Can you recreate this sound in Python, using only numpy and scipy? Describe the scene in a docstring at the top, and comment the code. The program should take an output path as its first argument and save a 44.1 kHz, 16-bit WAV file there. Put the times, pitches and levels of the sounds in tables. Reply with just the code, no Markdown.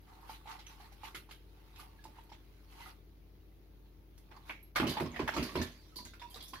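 """Hands work a wet sponge out of a hollow plastic filter casing: noise through the casing's resonances,
ringing knocks with low thumps, rasps and squeaks. Five plunges into a bucket of water follow, then
dripping: stirred noise, swarms of chirping bubbles and low resonances. A bracelet clinks now and then as
damped high tones. Behind it aquarium pumps hum as steady tones over noise, in a small furnished room."""
import sys
import numpy as np
from scipy import signal
from scipy.fft import rfft, irfft, next_fast_len
from scipy.io import wavfile
from scipy.ndimage import uniform_filter1d, map_coordinates

SR = 44100
rng = np.random.default_rng(int(sys.argv[2]) if len(sys.argv) > 2 else 0)


def master_out(mix):
    """Clip the mix to full scale and print it as 16-bit PCM to the path in sys.argv[1]."""
    frames = np.transpose(np.atleast_2d(mix))
    ceiling = np.clip(frames, -1, 1)
    pcm = np.round(ceiling * 32767).astype(np.int16)
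    wavfile.write(sys.argv[1], SR, pcm)


N = 291060
TIME = np.arange(N) / SR
SPAN = np.arange(SR // 3) / SR  # the longest ring or burst, in seconds

# noise colour of wet rubbing and of first contact: frequency [Hz], relative level [dB]
RASP = [(820, -14), (1400, -5), (1820, -7.5), (2070, -3), (2500, -4.5), (4200, -6), (7290, -19),
        (9000, -27.5), (11700, -66), (19800, -120)]
# noise colour of fine hiss and mist: frequency [Hz], relative level [dB]
HISS = [(5290, -29), (9000, -8), (10400, 1), (11300, -1.5), (15100, -4), (15800, -43)]
# churning of the water, then the trickle off the lifted sponge: time_s [s], gurgle_db [dB], spray_db [dB]
CHURN = [(4.752, -58.5, -63.5), (4.765, -31.5, -39.5), (4.85, -50.5, -71), (4.91, -46.5, -56),
         (5.12, -59.5, -70), (5.18, -50, -64), (5.265, -55.5, -66), (5.41, -44.5, -58), (5.54, -55, -59.5),
         (5.6, -45.5, -58), (5.76, -68.5, -69.5), (6.2, -80.5, -80), (6.39, -62, -64), (6.6, -80, -74)]
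CHURN_START_S = CHURN[0][0]


def casing():
    """Rubbing excites the hollow casing; each knock rings briefly and squeezes out a burst of wet rasp."""
    # resonances of the casing: centre_hz [Hz], width_hz [Hz], level_db [relative dB]
    hollow_modes = [(904, 45, 6), (734, 39, 1.5), (1093, 180, -1.5), (2090, 230, -12.5)]
    # strokes of the sponge: start_s [s], length_s [s], hollow_db [dB], rasp_db [dB]
    strokes = [(0.085, 0.19, -62.5, -71), (0.302, 0.046, -59.5, -56.5), (0.498, 0.037, -49, -57.5),
               (0.703, 0.036, -64, -61.5), (0.805, 0.055, -61.5, -63.5), (1.056, 0.022, -54, -54.5),
               (1.573, 0.38, -72.5, -90.5), (1.795, 0.0249, -60.5, -60.5), (2.164, 0.026, -61, -70.5),
               (2.72, 0.067, -64.5, -63.5), (2.801, 0.094, -59.5, -58.5), (4.355, 0.017, -58, -90.5),
               (4.486, 0.021, -57.5, -58.5)]
    # fingers busy on the wet sponge, a faint rustle between strokes: time_s [s], level_db [dB]
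    rustle_levels = [(0, -74.5), (0.6, -67.5), (1.0, -72), (1.4, -74.5), (1.75, -70), (2.2, -71.5),
                     (2.7, -73), (3.1, -78.5), (4.1, -79), (4.45, -74.5), (4.72, -77.5)]
    # fingers knocking and squelching: start_s [s], level_db [dB], ring_hz [Hz], squelch_db [dB], hiss_db [dB]
    knocks = [(0.128, -50, 907, -66.5, -79), (0.246, -51.5, 906, -72, -75), (0.295, -37, 886, -52, -59.5),
              (0.457, -46, 807, -60, -73), (0.472, -44, 894, -49, -71), (0.507, -51, 1040, -47.5, -70),
              (0.588, -52, 870, -50.5, -68), (0.665, -47.5, 2725, -57.5, -65), (0.8, -49, 815, -60, -75),
              (0.921, -54.5, 800, -57.5, -66), (1.034, -39.5, 890, -48.5, -60),
              (1.146, -42.5, 2030, -41, -51), (1.151, -44, 1476, -60.5, -75), (1.29, -51, 910, -56.5, -74),
              (1.31, -44.5, 2800, -50.5, -60), (1.76, -52, 3700, -60.5, -74),
              (1.795, -45.5, 1175, -52, -56.5), (2.04, -48.5, 4910, -67, -65),
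              (2.053, -41, 876, -63.5, -77), (2.186, -44.5, 895, -65, -74), (2.292, -57, 900, -60.5, -77),
              (2.318, -43, 886, -52.5, -77), (2.805, -44.5, 946, -55.5, -64), (2.859, -46, 1293, -59, -62),
              (4.178, -56.5, 4920, -79.5, -67.5)]
    # partials of a knock: ratio [share of the ring pitch], level_db [relative dB]
    knock_partials = [(1, 0), (1.1, -18), (1.4, -19)]

    start_s, length_s, hollow_db, rasp_db = np.transpose(strokes)
    rise, fall = 335, 253.5  # dB per second
    hollow = swells(start_s, length_s, hollow_db, rise, fall)
    rub = swells(start_s, length_s, rasp_db, rise, fall)
    rustle, = curves(rustle_levels)
    hollow = np.hypot(hollow, amp(-4.5) * rustle)
    rub = np.hypot(rub, rustle)

    knock_s, knock_db, ring_hz, squelch_db, hiss_db = np.transpose(knocks)
    rasp = np.hypot(rub, bursts(knock_s, squelch_db, 0.18, rise=0.0045))
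    hiss = np.hypot(amp(-8.5) * rub, bursts(knock_s, hiss_db, 0.24, rise=0.0045))
    wide = hollow * rush(modes(hollow_modes), patchy_db=2.5, grain_db=2.0)
    wide += rasp * rush(shape(RASP), patchy_db=3.0, grain_db=1.5)
    wide += hiss * rush(shape(HISS), patchy_db=0.0, grain_db=1.5)

    blur = 0.457 * ring_hz / 1000
    near = sum(rings(knock_s, knock_db + level_db, ring_hz * ratio, 0.055, glide=0.0066, blur=blur)
               for ratio, level_db in knock_partials)
    # pores of the sponge crackle
    near += amp(3) * bubbles(rasp, count=240, hz=2900, spread=0.45, cycles=7.6, skew_db=2.0)
    near += bracelet() + squeaks()
    return wide * tilt(1.3) + room(near, wet_db=-7, right_db=4.5)


def squeaks():
    """Wet plastic squeaks under a finger: short, nearly clean tones."""
    # squeaks: start_s [s], level_db [dB], pitch_hz [Hz], t60_s [s]
    squeak_list = [(0.667, -47, 6060, 0.04), (1.989, -58, 1686, 0.12), (2.815, -52.5, 2030, 0.16),
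                   (2.87, -59, 2040, 0.099)]
    start_s, level_db, pitch_hz, t60_s = np.transpose(squeak_list)
    return rings(start_s, level_db, pitch_hz, t60_s, glide=0.0084, blur=0.065)


def water():
    """Stirred water gurgles and sprays; slaps and drips ring as bubbles."""
    # the casing dropped in, slaps and drips on the surface:
    # start_s [s], level_db [dB], bubble_hz [Hz], spray_db [dB], mist_db [dB], t60_s [s, of the bubble]
    drops = [(4.312, -50, 816, -71, -80, 0.049), (4.362, -57.5, 1640, -66, -71, 0.12),
             (4.494, -35, 2205, -66.5, -85, 0.18), (4.758, -27, 1123, -36.5, -53, 0.049),
             (4.799, -22.5, 1375, -56.5, -51, 0.014), (4.869, -34.5, 2910, -43.5, -50, 0.059),
             (4.893, -42, 4550, -41.5, -46, 0.1), (4.969, -32.5, 900, -55, -63, 0.098),
             (4.999, -32, 967, -52, -54, 0.043), (5.058, -42, 1070, -56.5, -69, 0.072),
             (5.142, -44.5, 2000, -68, -79, 0.043), (5.161, -34.5, 2014, -68.5, -70, 0.036),
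             (5.193, -32, 984, -52.5, -71, 0.063), (5.277, -26.5, 1700, -48.5, -52.5, 0.02),
             (5.337, -35.5, 894, -44.5, -63, 0.029), (5.364, -30.5, 1117, -47, -54, 0.046),
             (5.427, -33.5, 4660, -47.5, -49.5, 0.028), (5.489, -46, 1122, -70, -75, 0.12),
             (5.554, -30.5, 1012, -57.5, -55, 0.046), (5.615, -36.5, 1704, -40.5, -50.5, 0.061),
             (5.923, -64, 1280, -91, -88, 0.053), (5.958, -55, 1000, -47.5, -50, 0.052),
             (5.986, -47, 978, -59.5, -72, 0.099), (6.051, -40, 6220, -61.5, -59, 0.021),
             (6.057, -55, 2030, -78, -80, 0.056), (6.059, -56.5, 1570, -78, -85, 0.063),
             (6.135, -49, 1420, -61.5, -69, 0.026), (6.196, -49, 3415, -61.5, -70, 0.056),
             (6.216, -43.5, 945, -59, -67, 0.24), (6.298, -67.5, 840, -77.5, -56.5, 0.078),
             (6.307, -58, 3210, -66.5, -59, 0.094), (6.342, -56.5, 750, -51, -57, 0.11),
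             (6.359, -50, 1160, -55.5, -72, 0.042), (6.402, -55.5, 4800, -69.5, -73, 0.059),
             (6.406, -47, 3350, -55, -70, 0.081), (6.424, -53.5, 3810, -59.5, -52, 0.067),
             (6.479, -53.5, 5930, -60.5, -53.5, 0.095), (6.534, -40, 1074, -53, -60, 0.08),
             (6.533, -50, 3280, -61, -64, 0.088), (6.554, -52.5, 4170, -56, -75, 0.086)]
    # noise colour of the gurgle: frequency [Hz], relative level [dB]
    gurgle_colour = [(350, -24.5), (600, -6), (794, -5), (874, -3), (1100, -1), (1210, -8), (2250, -4.5),
                     (3500, -11.5), (4550, -23.5), (7700, -120)]
    # noise colour of the spray: frequency [Hz], relative level [dB]
    spray_colour = [(1760, -55), (3000, -16), (3780, -5.5), (4660, 0.5), (7320, -15), (8020, -14.5),
                    (9000, -28), (11700, -55), (19800, -120)]

    gurgle, spray = curves(CHURN)
    start_s, level_db, bubble_hz, spray_db, mist_db, t60_s = np.transpose(drops)
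    calm = start_s < CHURN_START_S  # plastic landing on still water scuffs more than it rings
    # small high drops hardly slap
    slap_db = level_db - 6.0 - 6 * np.log2(np.maximum(bubble_hz / 1800, 1)) + 4 * calm
    slap = np.hypot(gurgle, bursts(start_s, slap_db, 0.13, rise=np.where(calm, .003, .0015)))
    fizz = np.hypot(spray, bursts(start_s, spray_db, 0.16, rise=0.001))
    mist = np.hypot(amp(-6.0) * spray, bursts(start_s, mist_db, 0.22, rise=0.0028))
    wide = slap * rush(shape(gurgle_colour), patchy_db=3.0, grain_db=2.0)
    wide += fizz * tilt(0.8) * rush(shape(spray_colour), patchy_db=4.5, grain_db=1.5)
    wide += mist * tilt(1.5) * rush(shape(HISS), patchy_db=1.0, grain_db=-2.1)

    # hard slaps and small drops ring rough
    rough = 0.045 * np.maximum(level_db + 45.5, 0) + 0.18 * (bubble_hz / 1000 - .6)
    near = rings(start_s, level_db - 12 * calm, bubble_hz, t60_s, glide=0.057, blur=rough)
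    # the tick of first contact
    tick = bursts(start_s, level_db - 12 - 6 * calm, 0.013, rise=0.00051)
    near += tick * unit(filtered(rng.standard_normal(N), shape(RASP)))
    near += amp(-13.5) * bubbles(slap, count=120, hz=2070, spread=0.6, cycles=15, skew_db=10.0)
    near += bubbles(fizz, count=160, hz=4420, spread=0.45, cycles=69, skew_db=7.0)
    # droplets falling back
    stir = np.hypot(slap, fizz)
    near += amp(-0.5) * bubbles(stir, count=200, hz=2430, spread=0.97, cycles=4.4, skew_db=8.0)
    return (wide + low_thumps()) * tilt(1.4) + room(near, wet_db=-1.5, right_db=3.5)


def low_thumps():
    """Thumps and sloshing drive one set of low resonances; each thump is a push plus a sinking tone."""
    # low resonances: centre_hz [Hz], width_hz [Hz], level_db [relative dB]
    low_modes = [(244.6, 13, 4.5), (305, 39, -2.5), (376.2, 10.4, -1.5), (159, 33, -2), (115, 15, -7),
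                 (86.5, 10.3, 0), (70, 37, -4.5), (202, 24, -5.5), (423, 47, -7), (607, 76, -11)]
    # low thumps, the first three under knocks on the casing, the rest as casing and water hit the bucket:
    # start_s [s], level_db [dB], tone_hz [Hz]
    thumps = [(1.145, -47.5, 353), (2.055, -51, 343), (2.316, -57, 353), (4.312, -52, 358),
              (4.494, -49, 320), (4.800, -21.5, 345), (4.822, -23, 275), (4.867, -26, 368),
              (5.008, -23.5, 358), (5.031, -33, 206), (5.195, -30, 410), (5.199, -27, 320),
              (5.363, -31.5, 350), (5.377, -25, 316), (5.426, -40, 302), (5.555, -25.5, 376),
              (5.568, -28, 254), (5.962, -47, 340), (6.052, -50, 330), (6.359, -48, 496), (6.529, -47, 330)]
    # the water heaves after each plunge, then laps three times: crest_s [s], level_db [dB]
    sloshes = [(4.851, -31.5), (5.038, -36), (5.23, -41), (5.406, -31.5), (5.601, -32), (6.03, -56),
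               (6.28, -60.5), (6.52, -69.5)]

    start_s, level_db, tone_hz = np.transpose(thumps)
    crest_s, slosh_db = np.transpose(sloshes)
    slosh = swells(crest_s, 0, slosh_db, rise=231, fall=236) * (TIME > CHURN_START_S)
    boom = np.hypot(slosh, bursts(start_s, level_db - 3.5, 0.29, rise=0.0031))
    sinking = rings(start_s, level_db - 1.0, tone_hz, 0.063, glide=-0.13, blur=0.3)
    pushes = np.bincount((start_s * SR).astype(int), amp(level_db + 26), N)

    # sparse random impulses, about 300 a second
    lumps = unit((rng.random(N) < 300 / SR) * rng.standard_normal(N))
    lumpy = filtered(boom * lumps, modes(low_modes)) / np.std(filtered(lumps, modes(low_modes)))
    wash = boom * rush(modes(low_modes), patchy_db=3.5, grain_db=1.3)
    swapped = wash[::-1]  # left and right exchanged
    return 0.41 * lumpy + 0.32 * wash + 0.096 * swapped + sinking + filtered(pushes, modes(low_modes))


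def bubbles(stir, count, hz, spread, cycles, skew_db):
    """A crowd of rising chirps that follows the stirring: louder and denser where it is stronger."""
    place, pitch, size = rng.random((count, 3)).T
    busy = np.cumsum(stir ** 0.3 * (stir > 1e-6))
    start_s = np.interp(place, busy / busy[-1], TIME)
    pitch_hz = hz * np.exp(spread * (2 * pitch - 1))
    level_db = 20 * np.log10(stir[(start_s * SR).astype(int)] + 1e-9)
    level_db -= skew_db * np.log(size + 0.031)  # a few stand out
    return rings(start_s, level_db, pitch_hz, cycles / pitch_hz, glide=0.38, blur=0.06)


def bracelet():
    """Small metal links ring at three high modes."""
    # contacts: start_s [s], level_db [dB]
    clinks = [(0.0164, -79), (0.2129, -75), (1.785, -65), (2.236, -75), (4.5012, -73), (4.6286, -61.5),
              (4.6718, -81)]
    # modes of the links: pitch_hz [Hz], level_db [relative dB], t60_s [s]
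    link_modes = [(8100, -2, 0.067), (11600, 9.5, 0.11), (14500, -1, 0.058)]
    start_s, clink_db = np.transpose(clinks)
    return sum(rings(start_s, clink_db + level_db, pitch_hz, t60_s, glide=0, blur=0.0085)
               for pitch_hz, level_db, t60_s in link_modes)


def pumps():
    """Slightly unsteady motor tones over steady room and microphone noise."""
    # pump tones: pitch_hz [Hz], level_db [dB rms, before the stereo tilt]
    hum = [(49.5, -58.5), (52.1, -85), (78.1, -77.5), (84.8, -69), (100.2, -81.5), (104.2, -85),
           (130.2, -73), (156.2, -80.5), (172.2, -80), (200.5, -79.5), (208.4, -80), (260.5, -79),
           (300.7, -76), (329.0, -76.5), (372.7, -82.5), (429.2, -81)]
    # colour of the steady noise: frequency [Hz], relative level [dB]
    floor_colour = [(15, -45), (25, -9.5), (64, -4.5), (130, -15), (241, -21), (324, -13), (637, -25),
                    (1150, -33), (5520, -42.5), (6660, -44), (7420, -73), (8970, -70), (9720, -47),
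                    (10800, -41), (15800, -35.5)]
    tones = sum(amp(level_db) * np.sqrt(2) * np.sin(2 * np.pi * (pitch_hz * TIME + rng.random()))
                for pitch_hz, level_db in hum)
    tones = amp(0.1 * wobble(2.3)) * tones
    noise = amp(-64) * rush(shape(floor_colour), patchy_db=-0.1, grain_db=0.1)
    return (tones + noise) * tilt(-1.1)


def room(x, wet_db, right_db):
    """Direct sound, a touch earlier on the right, and a noise tail drawn afresh every quarter second."""
    # decay of the furnished room: frequency [Hz], t60_s [s]
    decay = [(200, 0.35), (1000, 0.19), (4000, 0.37), (12000, 0.022)]
    wet, step = np.zeros((2, N + SR)), SR // 4
    for start in range(0, N, step):
        piece = x[start:start + step]
        if not piece.any():
            continue
        hz, t, z = signal.stft(rng.standard_normal((2, SR // 2)), SR, nperseg=256)
        fade = amp(-60 * t / along(decay, hz)[:, None])
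        tail = signal.istft(z * fade, SR, nperseg=256)[1]
        echo = signal.fftconvolve(piece[None], tail / np.linalg.norm(tail[0]), axes=1)
        wet[:, start + 150:start + 150 + echo.shape[1]] += echo  # 3.4 ms behind the direct sound
    direct = np.array([np.roll(x, 3), x])
    return (direct + amp(wet_db) * wet[:, :N]) * tilt(right_db / 2)


def rush(response, patchy_db, grain_db):
    """Stereo noise of rms 1 with patches of random gain and millisecond grains."""
    # likeness of left and right: frequency [Hz], correlation [0 to 1]
    alike = [(60, 0.53), (350, 0.48), (650, 0.36), (1100, 0.18), (3000, 0.01)]
    z = signal.stft(rng.standard_normal((2, N)), nperseg=256)[2]
    field = uniform_filter1d(rng.standard_normal(z.shape[1:]), size=2, axis=0)
    field = uniform_filter1d(field, size=12, axis=1)
    pair = signal.istft(z * amp(patchy_db * unit(field)), nperseg=256)[1][:, :N]
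    pair = pair * amp(grain_db * wobble(350))

    def mid_side(hz):
        turn = np.arccos(np.clip(along(alike, hz), -1, 1)) / 2
        return response(hz) * np.array([np.cos(turn), np.sin(turn)])

    mid, side = filtered(pair, mid_side)
    return unit(np.array([np.roll(mid + side, 3), mid - side]))  # left three samples late


def rings(starts_s, levels_db, pitches_hz, t60s, glide, blur):
    """Damped tones whose pitch shifts with glide; blur lets the phase wander; long tones start softly."""
    out = np.zeros(N)
    wander = np.cumsum(rng.standard_normal(N + len(SPAN)))
    for start_s, db, hz, t60, loose in np.broadcast(starts_s, levels_db, pitches_hz, t60s, blur):
        t = SPAN[:round(t60 * SR)]
        drift = wander[round(start_s * SR):][:len(t)]
        phase = 2 * np.pi * hz * t * (1 + glide * t / t60)
        phase = phase + loose * np.sqrt(hz / SR) * (drift - drift[0])
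        onset = 1 - np.exp(-t / (0.00046 + 0.034 * max(t60 - .1, 0)))
        add(out, start_s, amp(db - 60 * t / t60) * onset * np.sin(phase))
    return out


def bursts(starts_s, levels_db, t60s, rise):
    """Gain curve of sudden bursts that die away, summed as power; rise in seconds."""
    power = np.zeros(N)
    for start_s, db, t60, soft in np.broadcast(starts_s, levels_db, t60s, rise):
        gain = amp(db - 60 * SPAN / t60) * (1 - np.exp(-SPAN / soft))
        add(power, start_s, gain ** 2)
    return np.sqrt(power)


def swells(starts_s, lengths_s, levels_db, rise, fall):
    """Gain curve of movements that rise, hold and fall at steady dB-per-second rates."""
    t = TIME[::32, None]  # a coarse grid is enough
    away_db = np.maximum(rise * (starts_s - t), fall * (t - starts_s - lengths_s)).clip(0)
    return np.interp(TIME, t[:, 0], np.linalg.norm(amp(levels_db - away_db), axis=1))


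def curves(rows):
    """Gain per sample for each dB column after the time column; silent outside the table."""
    time_s, *columns = np.transpose(rows)
    return [amp(np.interp(TIME, time_s, db, left=-150, right=-150)) for db in columns]


def modes(table):
    """Response of a body with (Hz, width Hz, dB) resonances of alternating sign."""
    def response(f):
        return sum((-1) ** k * amp(db) * 1j * f * width / (centre ** 2 - f * f + 1j * f * width)
                   for k, (centre, width, db) in enumerate(table))
    return response


def shape(spectrum):
    """Response read from (Hz, dB) points."""
    return lambda hz: amp(along(spectrum, hz))


def filtered(x, response):
    """Sound x times a response of frequency, real or complex."""
    m = next_fast_len(N + SR // 2)
    return irfft(rfft(x, m) * response(np.fft.rfftfreq(m, 1 / SR)), m)[..., :N]


def along(points, hz):
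    """Interpolates (Hz, value) points on a log-frequency axis."""
    f, v = np.transpose(points)
    return np.interp(np.log(hz + 1), np.log(f + 1), v)


def wobble(rate):
    """A smooth random curve through rate knots a second."""
    return map_coordinates(rng.standard_normal(int(N * rate / SR) + 4), [TIME * rate])


def add(track, start_s, sound):
    """Mixes a sound into a track at start_s seconds."""
    part = track[round(start_s * SR):][:len(sound)]
    part += sound[:len(part)]


def tilt(db):
    """Stereo gains that lift the right by db and lower the left by as much."""
    return amp([[-db], [db]])


def amp(db):
    """Decibels to linear gain."""
    return 10 ** (np.asarray(db) / 20)


def unit(x):
    """Scales x to rms 1."""
    return x / np.sqrt(np.mean(x ** 2) + 1e-20)


def scene():
    """Sponge and casing, water and low thumps, over the pumps."""
    return casing() + water() + pumps()


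def record(dry):
    """The microphone drops the deepest bass, below about 42 Hz; nothing is kept above 15.8 kHz."""
    return filtered(dry, lambda hz: (hz < 15800) / np.sqrt(1 + (42 / (hz + 1)) ** 12))


dry = scene()
out = record(dry)
master_out(out)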